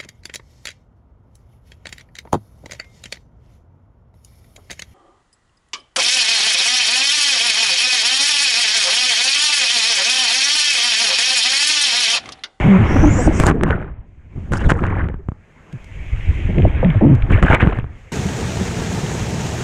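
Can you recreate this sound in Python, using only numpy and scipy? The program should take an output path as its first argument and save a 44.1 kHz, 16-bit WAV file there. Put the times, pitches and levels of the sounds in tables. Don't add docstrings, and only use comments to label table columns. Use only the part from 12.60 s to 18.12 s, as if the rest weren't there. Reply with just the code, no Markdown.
import sys
import numpy as np
from scipy import signal
from scipy.fft import rfft, irfft, next_fast_len
from scipy.io import wavfile
from scipy.ndimage import uniform_filter1d, minimum_filter1d, map_coordinates

SR = 44100
rng = np.random.default_rng(int(sys.argv[2]) if len(sys.argv) > 2 else 0)


def log_audio(samples):
    frames = np.atleast_2d(samples).T
    limited = np.clip(frames, -1, 1)
    pcm = np.round(limited * 32767).astype(np.int16)
    wavfile.write(sys.argv[1], SR, pcm)


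N = 243395

# (t/s, buffet level/dB, eddy level/dB)
WIND = [(0, -15, -22), (.15, -24.5, -22), (.42, -8, -18), (.6, -17, -18), (1.13, -20.5, -21),
        (1.46, -42.5, -55.5), (1.69, -43, -52), (2.05, -16.5, -23), (2.44, -19.5, -25.5),
        (2.63, -37.5, -50.5), (2.87, -52, -56), (3.09, -48.5, -51), (3.58, -23, -42.5), (4.0, -17.5, -26.5),
        (4.62, -19, -34), (5.08, -19.5, -26), (5.41, -40, -54.5), (5.52, -45, -60)]
# (centre t/s, length/s, buffet level/dB, eddy level/dB)
GUSTS = [(0.512, .08, -8, -24), (0.674, 0.089, -7.5, -15), (.807, 0.018, -6, -8.5),
         (1.783, 0.074, -19, -32.5), (1.93, .06, -10, -19.5), (2.068, 0.039, -3.5, -12),
         (3.538, 0.053, -13, -36.5), (3.705, 0.085, -11, -31.5), (3.773, 0.061, -19.5, -39),
         (3.983, 0.088, -9.5, -16), (4.056, 0.082, -6.5, -16), (4.739, 0.12, -9, -17.5),
         (4.839, 0.048, -9.5, -12), (4.933, 0.037, -11.5, -26), (5.056, 0.1, -18, -14.5)]
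# (t/s, peak level/dB, t60/s of its noisy tail)
PUFFS = [(.359, -18, 0.02), (.587, -15, 0.03), (0.674, -6, 0.024), (.707, -14.5, 0.027), (4.051, -6, 0.011),
         (4.229, -8.5, 0.089), (4.346, -21, 0.073), (4.41, -12.5, 0.067)]
# (t/s, roar level/dB, foam hiss level/dB, fine fizz level/dB)
SURF = [(0, -25.5, -30.5, -47.5), (.22, -24.5, -32, -51.5), (.37, -25, -33.5, -46), (.64, -29, -37, -49),
        (.8, -31, -36.5, -47), (1.36, -55, -61, -91.5), (1.48, -62.5, -64, -75), (1.68, -61, -61.5, -74),
        (1.8, -52.5, -54, -63), (2.76, -56.5, -62.5, -69.5), (3.02, -52.5, -58, -64.5),
        (3.29, -51, -47.5, -59), (3.75, -44, -36, -53), (3.98, -41.5, -37.5, -57), (4.2, -34, -36.5, -63),
        (4.62, -36, -44.5, -62.5), (5.28, -50.5, -58.5, -70.5), (5.39, -53.5, -51.5, -60)]
# (t/s, cover 0-1)
COVER = [(.9, 0.02), (.925, 0.8), (1.15, 0.16), (1.4, 0.37), (2.1, 0), (2.16, 0.7), (2.5, 1), (2.9, 0.11)]
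# (t/s, length/s,
# start f/Hz before scatter, level/dB, overtone level/dB beside the base tone, pitch scatter 0-1)
FLUTTERS = [(0.038, 0.051, 159.4, -9.5, -14.5, 0.19), (0.08, 0.098, 204.7, -7, -17.5, 0),
            (.185, 0.065, 113.6, -9, -11.5, 0.17), (0.355, 0.018, 291, -10, -11, 0),
            (0.426, 0.065, 329.8, -9.5, -21.5, 0.08), (0.58, 0.034, 267, -17.5, 5, 0.02),
            (.675, 0.02, 330, -8.5, -34, 0.2), (3.128, 0.041, 140.4, -26, -19, 0.14),
            (3.885, 0.028, 173, -17, -13, 0.24), (3.974, 0.054, 159.2, -10.5, -10, 0.25),
            (4.054, 0.015, 267, -13.5, -16, .23), (4.229, 0.031, 211.3, -14.5, -13.5, 0.09),
            (4.236, 0.082, 161.5, -11, -24.5, 0.12), (4.352, 0.035, 109.5, -9.5, -18.5, 0.15),
            (4.411, 0.12, 313.2, -15, -18, 0.1), (4.419, 0.069, 185, -8, -13, 0.23),
            (4.489, 0.073, 142.7, -7.5, -17, 0.14)]
# (t/s, f/Hz, level/dB)
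WHISTLE = [(.24, 5500, -59), (.31, 5600, -44), (.45, 6050, -40), (.51, 6950, -37), (.59, 7200, -33.5),
           (.668, 8500, -37), (0.698, 7700, -62.5), (0.748, 8700, -39.5), (0.811, 7700, -35.5)]
# (t/s, length/s, start f/Hz, end f/Hz, level/dB at mid-chirp)
CHIRPS = [(0.361, 0.012, 1165, 1122, -18), (0.429, .028, 792, 852, -19.5),
          (0.834, 0.014, 1126, 1000, -16.5), (0.854, 0.02, 7230, 6670, -30),
          (0.867, 0.059, 1523, 1002, -19.5), (1.103, 0.047, 1530, 1424, -23.5),
          (1.935, 0.0078, 1408, 1364, -25.5), (1.966, 0.02, 4700, 6100, -43),
          (1.984, 0.052, 2680, 2920, -40), (2.043, 0.037, 3880, 3240, -44.5),
          (2.088, 0.018, 2860, 3010, -33), (2.387, 0.037, 1702, 1480, -27), (4.718, 0.045, 2460, 2070, -25)]
# (from t/s, to t/s, typical bubble f/Hz, treble lift/dB)
DIPS = [(.79, 1.452, 1206, 3), (1.909, 2.66, 1452, 3), (4.682, 5.32, 1530, 10)]
# (t/s, hold/s, churn t60/s, churn level/dB, spray level/dB)
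SURGES = [(0.799, 0.037, 0.39, -21.5, -37), (0.863, .032, 0.099, -14.5, -32),
          (1.032, 0.021, 0.23, -23, -78), (1.07, 0.047, .3, -20.5, -59.5), (1.197, 0.05, 0.32, -36, -77),
          (1.924, 0.05, 0.14, -28, -44), (1.98, 0.16, .2, -29.5, -53.5), (2.098, 0.013, 0.079, -14, -34.5),
          (2.16, 0.094, .2, -30.5, -63), (2.234, 0.022, 0.33, -23.5, -58.5), (2.288, 0.1, 0.39, -27, -69.5),
          (4.703, 0.059, 0.42, -23.5, -56.5), (4.831, .003, 0.15, -19, -42.5),
          (4.863, 0.052, .15, -18.5, -52.5), (4.925, 0.019, 0.17, -12.5, -44),
          (5.005, 0.022, 0.17, -16, -53), (5.058, 0.023, 0.28, -25, -56), (5.149, .015, 0.25, -29.5, -61)]
# (t/s, smack peak level/dB, crack and push levels/dB beside the smack)
SLAPS = [(0.8, -3, -12, -4.5), (.837, -7, -14, -1), (.867, 0, 0, -0.5), (.887, -12.5, -20.5, 3),
         (.9, -7, -27.5, 4), (0.912, -5.5, -49.5, -3.5), (1.011, -13, -44, 7.5), (1.035, -1, -17.5, -13),
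         (1.107, -2.5, -38.5, -25), (1.246, -29, -50, -10.5), (1.921, -14.5, -17.5, 3),
         (1.936, -9, -29.5, 2.5), (2.104, 0, -34, -16), (2.119, -0.5, -38, -2), (2.239, -10, -39, -1.5),
         (2.443, -26, -30, 8.5), (2.487, -17.5, -31, -20), (2.542, -29.5, -37, 13),
         (2.687, -25.5, -22.5, 16), (2.719, -35.5, -41, 17.5), (4.707, -28, -24, 22.5),
         (4.827, -1, -31.5, -9), (4.901, -12, -35, 8.5), (4.934, -6, -28.5, 3), (4.948, -1, -20.5, -10),
         (5.028, 2.5, -46, 5.5), (5.073, -6, -39, 7.5), (5.188, -20.5, -18.5, 10.5),
         (5.243, -28.5, -47, 11.5)]
# (t/s, base f/Hz, level/dB before fading)
GLUGS = [(.94, 414, -10), (1.02, 360, -6.5), (1.149, 380, -18), (1.24, 388, -22.5), (1.329, 360, -41),
         (2.14, 455, -18), (2.59, 383, -25.5)]
# (t/s, tap peak level/dB, tick level/dB beside the tap)
DROPS = [(3.1266, -41.5, 3.5), (3.243, -43.5, 3.5), (3.9828, -18.5, -23.5), (4.0203, -21, -39),
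         (4.2458, -14.5, -38.5), (4.3022, -19, -27), (4.5509, -31.5, -2), (4.6218, -22, -30),
         (5.1975, -26.5, -39)]

# (f/Hz, level/dB per Hz)
BUFFET = [(8, -5.5), (25, 3), (55, 2.5), (100, 1), (150, -13.5), (250, -43), (600, -58.5), (1500, -120)]
EDDIES = [(70, -19.5), (150, 4), (220, -1), (350, -6), (500, -16), (800, -23), (1600, -41.5), (4000, -99.5)]
ROAR = [(200, -20.5), (450, -2), (700, -4), (1200, -7.5), (1700, -7.5), (2400, -17), (3500, -35.5),
        (6000, -68.5)]
FOAM = [(900, -36.5), (1700, -5.5), (2150, 2.5), (2700, -5), (3200, -9.5), (3800, -21.5), (4500, -43),
        (7000, -68), (12000, -84.5)]
FIZZ = [(3000, 0), (4500, -6), (5500, -5.5), (6700, 0), (8000, -7.5), (9500, -14.5), (11500, -18.5),
        (15000, -31)]
CHURN = [(150, -18.5), (350, 6.5), (700, -1), (1000, -4.5), (1600, 0), (2200, -8), (3000, -14),
         (3900, -26.5), (6000, -62), (12000, -90)]
SPRAY = [(2000, -24.5), (3500, -4.5), (5000, -6.5), (7000, 0.5), (9000, -4.5), (11000, -13), (15000, -33)]
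PUSH = [(15, -26), (50, 2.5), (110, 4), (250, -7), (500, -23.5), (1200, -24), (4000, -99.5)]
# (distance from its pitch f/Hz, level/dB)
TONE_SKIRT = [(50, 11), (200, 0.5), (450, 1), (900, -17), (2000, -31), (5000, -78.5)]
PUFF = [(80, -19.0), (300, -11.5), (600, 11.0), (850, 1.0), (1200, -15.5), (2500, -62.5)]
WHISTLE_HISS = [(3000, -46.5), (4500, -11.5), (5600, 7), (7000, 5.5), (9000, -6.5), (10500, -22.0), (14000, -32)]
FLUTTER_OVERTONES_DB = [8, 0.0, -8, -31.5]

LOCKED_BUFFET_DB, LOCKED_EDDY_DB = -3.5, -2.5
FLUTTER_SAG = .11
FLUTTER_ATTACK_S, FLUTTER_RELEASE_S = .0075, .024
BREAKUP_HZ, BREAKUP_SPAN_HZ = 6740, 1900
BROKEN_AT_REST = .08
OCTAVE_DB = -21
SURGE_ATTACK_S = .008
SPRAY_LIFE = 0.49
SPLATTER_T60_S, GLUG_T60_S = .022, 0.081
TOP_HZ = 15800


def amp(db):
    return 10 ** (np.asarray(db) / 20)


def unit(x):
    return x / np.sqrt(np.mean(x ** 2) + 1e-20)


def curves(rows):
    s, *cols = np.transpose(rows)
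    return [np.interp(np.arange(N) / SR, s, c) for c in cols]


def wobble(rate):
    knots = rng.standard_normal(int(N * rate / SR) + 4)
    return map_coordinates(knots, [np.arange(N) * rate / SR])


def during(start, end):
    t = np.arange(N) / SR
    return uniform_filter1d(1. * ((t > start) & (t < end)), size=400)


def swell(centre, length):
    return np.cos(np.pi * np.clip((np.arange(N) / SR - centre) / length, -.5, .5))


def surge(start, hold, t60):
    t = np.arange(N) / SR - start
    attack = np.clip(t / SURGE_ATTACK_S + 1, 0, 1)
    return attack * amp(-60 * np.clip((t - hold) / t60, 0, 2))


def coloured(x, points):
    size = 8192
    hz, db = np.transpose(points)
    gain = amp(np.interp(np.log(np.fft.rfftfreq(size, 1 / SR) + 1), np.log(hz), db))
    cepstrum = irfft(np.log(gain))
    cepstrum[1:size // 2] *= 2
    cepstrum[size // 2 + 1:] = 0
    response = irfft(np.exp(rfft(cepstrum)))[:size // 2]
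    return signal.fftconvolve(x, response / np.linalg.norm(response))[:len(x)]


def rush(points, patchy_db):
    z = signal.stft(rng.standard_normal(N), nperseg=512)[2]
    field = uniform_filter1d(rng.standard_normal(z.shape), size=5, axis=0)
    field = uniform_filter1d(field, size=8, axis=1)
    patchy = signal.istft(z * amp(patchy_db * unit(field)), nperseg=512)[1][:N]
    return unit(coloured(patchy, points))


def bubbles(rate, centre_hz, spread, cycles, size_db):
    count = int(rate * N / SR)
    t = np.arange(560) / SR
    hz = np.clip(centre_hz * np.exp(spread * rng.standard_normal((count, 1))), None, SR / 3)
    size = amp(size_db * np.minimum(rng.exponential(size=(count, 1)), 4))
    age = hz * t / cycles
    rings = size * np.exp(-2 * age) * np.sin(2 * np.pi * hz * t * (1 + 0.07 * np.minimum(age, 2)))
    at = rng.integers(N, size=(count, 1)) + np.arange(len(t))
    return unit(np.bincount(at.ravel(), rings.ravel())[:N])


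def burst(points, t60, grit):
    t = np.arange(SR // 10) / SR
    force = grit * rng.standard_normal(len(t)) * amp(-60 * t / t60)
    force[0] += 1
    x = coloured(force, points)
    return x / np.abs(x).max()


def edge_tone(hz):
    phase = 2 * np.pi * np.cumsum(hz) / SR
    a, b = (coloured(rng.standard_normal(len(hz)), TONE_SKIRT) for _ in range(2))
    return unit(a * np.cos(phase) + b * np.sin(phase))


def add(track, s, x):
    part = track[max(round(s * SR), 0):][:len(x)]
    part += x[:len(part)]


def wind():
    buffet_gain, eddy_gain = amp(curves(WIND))
    for s, length, buffet_db, eddy_db in GUSTS:
        gust = swell(s, length)
        buffet_gain = np.maximum(buffet_gain, amp(buffet_db) * gust)
        eddy_gain = np.maximum(eddy_gain, amp(eddy_db) * gust)

    buffet = rush(BUFFET, patchy_db=-2.0)
    buffet = buffet / np.sqrt(np.abs(uniform_filter1d(buffet ** 2, size=3000)))
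    buffet = buffet * amp(2.6 * wobble(25))
    eddies = unit(rush(EDDIES, patchy_db=1.5) * amp(1.74 * wobble(55)))

    locked = np.minimum(sum(during(s, s + length) for s, length, *_ in FLUTTERS), 1)
    out = buffet_gain * amp(LOCKED_BUFFET_DB * locked) * buffet
    out += eddy_gain * amp(LOCKED_EDDY_DB * locked) * eddies
    for s, db, t60 in PUFFS:
        add(out, s, amp(db) * burst(PUFF, t60, grit=0.38))
    return out


def surf():
    roar_db, foam_db, fizz_db = curves(SURF)
    roar = unit(rush(ROAR, patchy_db=2.5) * amp(0.27 * wobble(58)))
    popping = bubbles(rate=2200, centre_hz=2870, spread=.3, cycles=0.99, size_db=5.5)
    popping = unit(coloured(popping, FOAM))
    foam = unit(rush(FOAM, patchy_db=2.5) + amp(-3.5) * popping)
    fizz = rush(FIZZ, patchy_db=.8)
    cover, = curves(COVER)
    return (amp(roar_db - 5 * cover) * roar
            + amp(foam_db - 19 * cover) * foam
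            + amp(fizz_db - 13 * cover) * fizz)


def vortices_and_thump():
    out = np.zeros(N)
    for s, length, start_hz, db, overtone_db, scatter in FLUTTERS:
        t = np.arange(int((length + FLUTTER_RELEASE_S / 2) * SR)) / SR
        sagging_hz = start_hz * (1 - FLUTTER_SAG * t / length)
        hz = sagging_hz * np.exp(scatter * wobble(178.4)[:len(t)])
        phase = 2 * np.pi * np.cumsum(hz) / SR
        overtones = sum(amp(level + 1.8 * wobble(39)[:len(t)]) * np.sin(k * phase + 2 * np.pi * rng.random())
                        for k, level in enumerate(FLUTTER_OVERTONES_DB, 2))
        tone = unit(np.sin(phase) + amp(overtone_db) * unit(overtones))
        fade_in = np.clip(t / FLUTTER_ATTACK_S, 0, 1)
        fade_out = np.clip((length - t) / FLUTTER_RELEASE_S + .5, 0, 1)
        add(out, s, amp(db) * fade_in * fade_out * tone)
    return out


def whistle():
    hz, db = curves(WHISTLE)
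    broken = np.clip((hz - BREAKUP_HZ) / BREAKUP_SPAN_HZ, BROKEN_AT_REST, 1)
    hiss = rush(WHISTLE_HISS, patchy_db=-2.6)
    slow = np.clip((BREAKUP_HZ - hz) / (BREAKUP_HZ - WHISTLE[0][1]), 0, 1)
    tone = edge_tone(hz) + amp(OCTAVE_DB) * slow * edge_tone(2 * hz)
    mix = np.sqrt(1 - broken) * tone + np.sqrt(broken) * hiss
    return during(WHISTLE[0][0], WHISTLE[-1][0]) * amp(db) * mix


def chirps():
    out = np.zeros(N)
    for s, length, start_hz, end_hz, db in CHIRPS:
        u = np.linspace(0, 1, int(length * SR))
        chirp = edge_tone(start_hz + (end_hz - start_hz) * u)
        add(out, s, amp(db) * np.sin(np.pi * u) * chirp)
    return out


def wash():
    out = np.zeros(N)
    clumps = wobble(70)
    crackle = bubbles(rate=670, centre_hz=6500, spread=0.44, cycles=1.3, size_db=5.5)
    beads = bubbles(rate=700, centre_hz=5000, spread=0.4, cycles=18, size_db=-4.5)
    spray = crackle + amp(-8.5) * beads + amp(-5) * rng.standard_normal(N)
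    spray = unit(coloured(spray, SPRAY) * amp(1.7 * clumps))
    churn_gain = np.max([amp(db) * surge(s, hold, t60) for s, hold, t60, db, _ in SURGES], axis=0)
    spray_gain = np.max([amp(db) * surge(s, hold, SPRAY_LIFE * t60) for s, hold, t60, _, db in SURGES], axis=0)
    for start, end, bubble_hz, bright_db in DIPS:
        swarm = bubbles(rate=1400, centre_hz=bubble_hz, spread=.45, cycles=6, size_db=3.8)
        water = swarm + .5 * rng.standard_normal(N)
        colour = [(hz, db + bright_db * np.interp(hz, [1500, 2600], [0, 1])) for hz, db in CHURN]
        churn = unit(coloured(water, colour) * amp(2.56 * clumps))
        out += during(start, end) * (churn_gain * churn + spray_gain * spray)
    return out


def slaps():
    out = np.zeros(N)
    for s, db, crack_db, push_db in SLAPS:
        smack = burst(CHURN, SPLATTER_T60_S, grit=0.039)
        crack = burst(SPRAY, t60=0.0052, grit=0.75)
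        push = burst(PUSH, t60=0.0088, grit=0.0028)
        add(out, s, amp(db) * (smack + amp(crack_db) * crack - amp(push_db) * push))
    return out


def glugs():
    out, t = np.zeros(N), np.arange(SR // 5) / SR
    for s, hz, db in GLUGS:
        rising_hz = hz * (1 + 0.91 * t + 0.032 * wobble(120)[:len(t)])
        phase = 2 * np.pi * np.cumsum(rising_hz) / SR
        soft_start = 1 - np.exp(-t / 0.0075)
        add(out, s, amp(db - 60 * t / GLUG_T60_S) * soft_start * np.sin(phase))
    return out


def drops():
    out = np.zeros(N)
    for s, db, tick_db in DROPS:
        tap = burst(FOAM, t60=0.012, grit=0.67)
        tick = burst(FIZZ, t60=0.022, grit=0.5)
        add(out, s, amp(db) * (tap + amp(tick_db) * tick))
    return out


def scene():
    air = wind() + vortices_and_thump() + whistle()
    water = surf() + wash() + slaps() + glugs() + drops()
    return (air + water + chirps())[None]


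def record(dry):
    ceiling = .95
    needed = ceiling / np.maximum(np.abs(dry), ceiling)
    gain = uniform_filter1d(minimum_filter1d(needed, size=200), size=200)
    limited = dry * gain
    m = next_fast_len(N + SR // 2)
    kept = np.fft.rfftfreq(m, 1 / SR) < TOP_HZ
    return irfft(rfft(limited, m) * kept, m)[..., :N]


dry = scene()
out = record(dry)
log_audio(out)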